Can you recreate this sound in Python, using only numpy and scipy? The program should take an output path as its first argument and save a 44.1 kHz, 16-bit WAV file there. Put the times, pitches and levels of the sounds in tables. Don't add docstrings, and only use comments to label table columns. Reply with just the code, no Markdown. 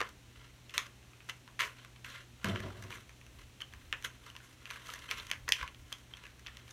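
import sys
import numpy as np
from scipy import signal
from scipy.fft import rfft, irfft, next_fast_len
from scipy.io import wavfile
from scipy.ndimage import uniform_filter1d, map_coordinates

SR = 44100
rng = np.random.default_rng(int(sys.argv[2]) if len(sys.argv) > 2 else 0)


def to_wav(s):
    ch = np.atleast_2d(s).T
    pcm = np.round(np.clip(ch, -1, 1) * 32767)
    wavfile.write(sys.argv[1], SR, pcm.astype(np.int16))


def gain_from_db(level_db):
    decades = np.asarray(level_db, float) / 20
    return 10 ** decades


N = 296352


def unit(x):
    return x / np.sqrt(np.mean(x ** 2) + 1e-20)


def along(points, hz):
    f, v = np.transpose(points)
    return np.interp(np.log(hz + 1), np.log(f + 1), v)


def wobble(rate):
    return map_coordinates(rng.standard_normal(int(N * rate / SR) + 4), [np.arange(N) * rate / SR])


def swells(rows):
    t = np.arange(0, N + 64, 64) / SR
    gain = sum(gain_from_db(db) * np.exp(-((t - s) / half) ** 2) for s, half, db in rows)
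    return np.interp(np.arange(N) / SR, t, gain)


def filtered(x, response):
    m = next_fast_len(x.shape[-1] + 8192)
    return irfft(rfft(x, m) * response(np.fft.rfftfreq(m, 1 / SR)), m)[..., :x.shape[-1]]


def causal(points):
    def response(hz):
        c = irfft(np.log(gain_from_db(np.maximum(along(points, hz), -70))))
        c[1:len(c) // 2] *= 2
        c[len(c) // 2 + 1:] = 0
        return np.exp(rfft(c))
    return response


def resonance(hz, centre_hz, width_hz):
    return 1j * hz * width_hz / (centre_hz ** 2 - hz ** 2 + 1j * hz * width_hz)


def coloured_noise(colour):
    return unit(filtered(rng.standard_normal(N), lambda f: gain_from_db(along(colour, f))))


# frequency_hz, t60_s
ROOM_T60 = [(300, 0.24), (1000, 0.22), (2500, 0.2), (6000, 0.19), (12000, 0.3)]
# frequency_hz, level_db
ROOM_COLOUR = [(300, 10), (2900, -0.5), (3700, -7), (6500, -2), (8500, -6.5), (15000, -8.5)]


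def tail():
    hz, t, z = signal.stft(rng.standard_normal(SR // 3), SR, nperseg=256)
    decay_db = along(ROOM_COLOUR, hz)[:, None] - 60 * t / along(ROOM_T60, hz)[:, None]
    x = signal.istft(z * gain_from_db(decay_db), SR, nperseg=256)[1]
    t = np.arange(len(x)) / SR
    lumps = gain_from_db(3 * np.repeat(rng.standard_normal(len(t) // 60 + 1), 60)[:len(t)])
    walls = np.clip((t - 0.0088) / 0.000083, 0.25, 1) * (1 + 2.0 * lumps * np.exp(-(t / 0.01) ** 3))
    scatter = 1.8 * np.exp(-(t / 0.0035) ** 2)
    x = x * (walls + scatter)
    return x / np.linalg.norm(x)


def grains(rate, scatter_db, smooth, patchy_db):
    size_db = scatter_db * np.minimum(rng.exponential(size=N), 3)
    pops = (rng.random(N) < rate / SR) * gain_from_db(size_db) * rng.choice([-1, 1], N)
    z = signal.stft(unit(pops) + smooth * rng.standard_normal(N), nperseg=256)[2]
    field = uniform_filter1d(rng.standard_normal(z.shape), size=4, axis=0)
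    field = uniform_filter1d(field, size=3, axis=1)
    return unit(signal.istft(z * gain_from_db(patchy_db * unit(field)), nperseg=256)[1][:N])


# frequency_hz, density_db (per Hz)
BODY = [(150, -34), (250, -26), (541, -16), (838, -25), (970, -7.5), (2180, -5.5), (2560, -5), (3050, -5),
        (4920, -13), (6000, -13), (7800, -26), (13200, -120)]
# frequency_hz, density_db (per Hz)
SHEEN = [(2650, -25.5), (4500, -3.5), (5440, -3.5), (6150, 0.5), (7930, -13.5), (8690, -10.5),
         (13700, -14.5), (16400, -32)]


def film(level, bright_db, source):
    body = unit(filtered(source, causal(BODY)))
    sheen = unit(filtered(source, causal(SHEEN)))
    return level * (body + gain_from_db(bright_db) * sheen)


# frequency_hz, level_db
THUD = [(200, -30.5), (480, -6.5), (800, -12), (1000, 4), (1250, 8.5), (1800, -8.5), (3000, -24),
        (6000, -48.5)]


def contacts(events, slip_s, thud_db, width_hz, side_share):
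    out, t, f = np.zeros(N + SR), np.arange(1024) / SR, np.fft.rfftfreq(2048, 1 / SR)
    colours = [causal(points)(f) for points in (BODY, SHEEN, THUD)]
    u = t / slip_s
    for start_s, peak_db, hz, bright_db in events:
        rough = rng.standard_normal(len(t)) * u * np.exp(-u * u)
        blow = (t == 0) * 0.0003 / slip_s
        push = rfft(blow + 0.6 * rough / np.linalg.norm(rough), 2048)
        push = push / np.abs(uniform_filter1d(np.abs(push), size=40))
        broad = 0.25 * (1500 / hz) ** 2
        side = broad - 0.067 * resonance(f, 1.55 * hz, 1200) - 0.54 * resonance(f, 0.56 * hz, 390)
        ring = resonance(f, hz, width_hz) + side_share * side
        parts = [irfft(push * colour * r)[:len(t)] for colour, r in zip(colours, (ring, 1, 1))]
        low_db = thud_db - 2 * np.log2(hz / 2000) + 1.5
        hit = sum(gain_from_db(db) * p / np.abs(p).max() for db, p in zip((0, bright_db, low_db), parts))
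        hit = hit + 0.09 * np.roll(hit, round(0.001154 * SR))
        wet = gain_from_db(-4) * signal.fftconvolve(hit, tail())
        at = max(round((start_s + 0.0004) * SR), 0)
        out[at:][:len(hit)] += gain_from_db(peak_db) * hit
        out[at:][:len(wet)] += gain_from_db(peak_db) * wet
    return out[:N]


# frequency_hz, density_db (per Hz)
HISS = [(82, -36), (140, -8), (167, -8), (281, -6), (463, -14), (1410, -19.5), (2560, -16), (4300, -20),
        (4760, -25.5), (5800, -21), (13900, -34.5), (15400, -34), (16400, -63)]


def hiss():
    return gain_from_db(-62.5 + 0.27 * wobble(2.05)) * coloured_noise(HISS)


# pitch_hz, level_db
HUM = [(121.3, -63), (238, -83.5), (62, -70)]


def hum():
    t, out = np.arange(N) / SR, np.zeros(N)
    for hz, db in HUM:
        level = gain_from_db(db + 1.5 * wobble(9)) * np.sqrt(2)
        out += level * np.sin(2 * np.pi * hz * t + 0.56 * wobble(5.4))
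    return out


# frequency_hz, density_db (per Hz)
RUMBLE = [(12, -45), (26, -14), (44, -3), (64, 1), (90, -4.5), (130, -10.5), (200, -45)]
# middle_s, half_length_s, level_db
SHIFTS = [(0.0, 0.55, -67), (2.58, 0.17, -61), (2.82, 0.072, -61), (3.41, 0.11, -62), (3.84, 0.17, -58),
          (5.0, 0.05, -68), (5.22, 0.05, -58), (5.43, 0.089, -59), (5.63, 0.019, -48), (5.8, 0.096, -59.5),
          (6.55, 0.21, -68.5)]


def rumble():
    house = gain_from_db(-65.5)
    return (house + swells(SHIFTS)) * gain_from_db(0.71 * wobble(25)) * coloured_noise(RUMBLE)


# middle_s, half_length_s, rustle_db, brightness_db
STROKES = [(0.0, 0.089, -50, -17), (0.415, 0.066, -57.5, -23), (0.796, 0.084, -53.5, -28),
           (1.317, 0.064, -65.5, 0), (1.81, 0.06, -57, -13), (2.169, 0.058, -51.5, -15),
           (2.573, 0.13, -49, -15), (2.743, 0.092, -70, -14), (2.89, 0.12, -54.5, -8),
           (3.405, 0.03, -57.5, -7), (3.81, 0.09, -67.5, -23), (4.077, .1, -59.5, -8),
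           (4.28, 0.033, -52, -9), (4.46, 0.085, -61, -2), (4.726, 0.086, -48.5, -8),
           (4.91, 0.053, -48.5, -5), (5.034, 0.096, -55, -11), (5.197, 0.13, -51, -5.5),
           (5.617, 0.056, -46, -15), (5.948, 0.081, -61.5, -3), (6.216, 0.095, -59.5, -16),
           (6.486, 0.08, -61.5, -19), (6.596, 0.047, -58, -19), (6.72, .04, -57, -3)]


def rustle():
    hold_db, hold_bright_db = -72.5, -1
    level = gain_from_db(hold_db) + swells([row[:3] for row in STROKES])
    treble = gain_from_db(hold_db + hold_bright_db)
    treble = treble + swells([(s, half, db + bright_db) for s, half, db, bright_db in STROKES])
    flicker_db = 0.84 * wobble(40) + 3.5 * wobble(130) - 5.5
    source = grains(rate=1400, scatter_db=0.5, smooth=0.92, patchy_db=1.5)
    return film(level * gain_from_db(flicker_db), 20 * np.log10(treble / level), source)


# start_s, peak_db, pitch_hz, brightness_db
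KNOCKS = [
    (0.0042, -19.5, 1500, -17),
    (0.013, -20.5, 1370, -19),
]


def knocks():
    return contacts(KNOCKS, slip_s=0.0014, thud_db=-7.5, width_hz=540, side_share=0.71)


# start_s, peak_db, pitch_hz, brightness_db
CUTS = [(0.089, -46, 1040, 0), (0.694, -43, 3080, -8), (0.698, -53, 1840, -10), (0.7383, -34, 2980, -9),
        (0.8645, -45.5, 1190, -1.5), (1.2883, -37, 980, -7), (1.295, -28, 2850, -10.5),
        (1.5997, -21, 2330, -21), (1.6175, -25.5, 2490, -19), (1.628, -30, 2060, -18),
        (1.634, -28, 2160, -25), (1.649, -39, 2610, -1), (1.7843, -46, 2600, -14),
        (1.9596, -47.5, 2640, -13), (2.078, -43, 2310, -18), (2.1, -41, 1800, -4), (2.157, -42, 1840, -23)]


def cuts():
    return contacts(CUTS, slip_s=0.0023, thud_db=-13.5, width_hz=1100, side_share=0.69)


# start_s, peak_db, pitch_hz, brightness_db
SNIPS = [(0.707, -46, 2430, -1), (0.779, -14, 3570, -5), (1.028, -49.5, 2590, -19),
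         (1.1334, -49, 2490, -19), (1.2042, -43.5, 2670, -25), (1.477, -40, 1050, -12),
         (1.592, -21.5, 2220, -24), (1.6065, -21, 2260, -5), (1.848, -40, 1080, -6),
         (2.046, -33.5, 3060, -9), (2.4442, -21.5, 1300, -5.5), (2.5586, -26, 2490, -33),
         (3.213, -47.5, 2490, -5), (3.265, -47, 2540, -2)]


def snips():
    return contacts(SNIPS, slip_s=0.00057, thud_db=-17, width_hz=690, side_share=1.2)


# start_s, length_s, level_db, brightness_db
TEARS = [(0.74, 0.038, -44, -6.5), (1.288, 0.018, -42, -11), (1.591, 0.073, -38, -7),
         (2.042, 0.14, -52, -8), (2.452, 0.082, -44, -10.5), (2.913, 0.063, -50.5, -6),
         (4.041, 0.024, -38, -5), (4.847, 0.1, -55, -6), (5.099, 0.037, -41.5, -11),
         (5.17, 0.035, -45.5, -29), (5.582, 0.05, -50, -13)]


def tears():
    t, level, treble = np.arange(N) / SR, np.zeros(N), np.zeros(N)
    for s, length, db, bright_db in TEARS:
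        shape = np.clip((t - s) / 0.0029, 0, 1) * np.exp(-np.clip((t - s) / length, 0, 9) ** 1.9)
        level += gain_from_db(db) * shape
        treble += gain_from_db(db + bright_db) * shape
    stutter = gain_from_db(0.74 * wobble(150))
    source = grains(rate=4000, scatter_db=2.5, smooth=0.64, patchy_db=4.0)
    return film(level * stutter, 20 * np.log10((treble + 1e-9) / (level + 1e-9)), source)


def hollow(modes):
    def response(f):
        total = sum((-1) ** k * gain_from_db(db) * resonance(f, c, w) for k, (c, w, db) in enumerate(modes))
        return total / (1 + 1j * f / 1500) ** 2
    return response


# peak_s, boxes_db, cushion_db
DROP = [
    (2.445, -42, -41.5),
    (2.499, -45, -46.5),
    (2.56, -66, -69),
    (2.648, -48.5, -56),
    (2.765, -60.5, -58.5),
    (2.847, -61, -57),
    (2.96, -66.5, -72),
]
# pitch_hz, width_hz, level_db
PILE = [(372.5, 9.6, -3.5), (597, 29, -5.5), (690, 66, -14), (790, 20, -10), (463, 5000, -15)]
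# pitch_hz, width_hz, level_db
CUSHION = [(102, 12, 0.5), (199.5, 18, 4)]


def drop():
    t, boxes, cushion = np.arange(N) / SR, np.zeros(N), np.zeros(N)
    for s, boxes_db, cushion_db in DROP:
        rise = np.clip((t - s) / 0.042 + 1, 0, 1) ** 2
        shape = rise * gain_from_db(-177 * np.abs(t - s))
        boxes += gain_from_db(boxes_db) * shape
        cushion += gain_from_db(cushion_db) * shape
    source = grains(rate=720, scatter_db=0.5, smooth=1.73, patchy_db=4.0)
    shake = boxes * unit(filtered(source, hollow(PILE))) + cushion * unit(filtered(source, hollow(CUSHION)))
    return shake * (t > 2.443)


# start_s, peak_db, pitch_hz, brightness_db
BAGS = [
    (2.4453, -27.5, 1290, -10),
    (2.455, -33, 1210, -25),
    (2.4847, -34, 1900, -5),
    (2.602, -35, 1810, -7),
    (2.823, -43.5, 1650, -0.5),
    (2.8374, -46, 2400, 0),
    (2.9043, -37, 1120, -7),
    (2.925, -35.5, 2310, -30),
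    (3.092, -43, 2150, -9),
]


def bags():
    return contacts(BAGS, slip_s=0.0019, thud_db=-10.5, width_hz=560, side_share=0.94)


# start_s, peak_db, pitch_hz, brightness_db
CREASES = [(3.6035, -36, 3080, -13), (3.612, -42, 1940, -5), (3.725, -48, 3100, -24),
           (4.046, -30, 3100, -8), (4.263, -45.5, 960, -3), (4.401, -47, 1620, -19),
           (4.7575, -38, 1660, -10), (4.889, -37, 1170, -12), (4.936, -34.5, 1740, -1),
           (4.9894, -49, 3190, 4), (5.0885, -37, 3040, -29), (5.1721, -41, 2900, -7),
           (5.197, -33.5, 3750, -18), (5.4787, -25, 1430, -24), (5.4882, -23.5, 1740, -2),
           (5.6, -43, 2600, -30), (5.611, -29.5, 1730, -27), (5.627, -29.5, 1250, -30),
           (6.2365, -40.5, 2700, -13), (6.2516, -37.5, 1860, -18), (6.393, -53, 1780, 2),
           (6.481, -40.5, 1890, -26), (6.6777, -47, 2840, -10), (6.707, -42.5, 6240, -13)]


def creases():
    return contacts(CREASES, slip_s=0.0025, thud_db=-11.5, width_hz=630, side_share=0.62)


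# start_s, peak_db, pitch_hz, brightness_db
TICKS = [
    (3.618, -28.5, 3060, -15),
    (4.3, -41, 3000, -8),
    (5.9257, -28, 3230, -3),
    (6.1365, -36, 3180, -19),
]


def ticks():
    return contacts(TICKS, slip_s=0.001, thud_db=-17, width_hz=240, side_share=0.25)


# start_s, peak_db, pitch_hz, brightness_db
PIECES = [(3.7364, -38.5, 1510, -5.5), (3.9266, -17, 2400, -19), (3.983, -53, 2450, -17),
          (4.0244, -42.5, 2450, 1), (4.034, -50, 3170, 4), (4.352, -39, 1130, -21),
          (4.364, -35.5, 3220, -7), (4.6553, -32, 2930, -13), (4.7035, -31.5, 3020, -8),
          (4.7092, -29.5, 1410, -6), (4.77, -48, 3020, -8), (4.8703, -38.5, 3520, -4),
          (4.9014, -34.5, 3520, -5), (5.1116, -19.5, 2610, -5), (5.268, -41.5, 3200, 1.5),
          (5.301, -34, 2780, -4), (5.3137, -18.5, 2530, -6.5), (5.3333, -30.5, 1930, -17),
          (5.3805, -53, 2200, -10), (5.677, -34, 2600, -10), (5.746, -41.5, 3270, -12),
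          (5.9205, -39, 1620, -8), (6.2665, -39.5, 1980, -9), (6.692, -46, 3000, -2), (6.17, -40, 1980, -4),
          (6.4633, -34, 2560, -17), (6.4689, -30.5, 3760, -13), (6.57, -36.5, 3400, -4.5)]


def pieces():
    return contacts(PIECES, slip_s=0.00051, thud_db=-19, width_hz=1170, side_share=0.99)


# start_s, peak_db, pitch_hz, brightness_db
SNAP = [
    (5.5214, -7, 3050, -9),
]


def snap():
    return contacts(SNAP, slip_s=0.00048, thud_db=-55, width_hz=890, side_share=0.36)


def scene():
    floor = hiss() + hum() + rumble()
    hands = rustle() + tears() + drop()
    wet = gain_from_db(-6.5) * signal.fftconvolve(hands, tail())[:N]
    clicks = knocks() + cuts() + snips() + bags() + creases() + ticks() + pieces() + snap()
    return (clicks + hands + wet + floor)[None]


def low_pass(x):
    return signal.sosfilt(signal.butter(12, 16500, fs=SR, output="sos"), x)


def record(dry):
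    top_hz = 16300
    return low_pass(filtered(dry, lambda hz: hz < top_hz))


dry = scene()
out = record(dry)
to_wav(out)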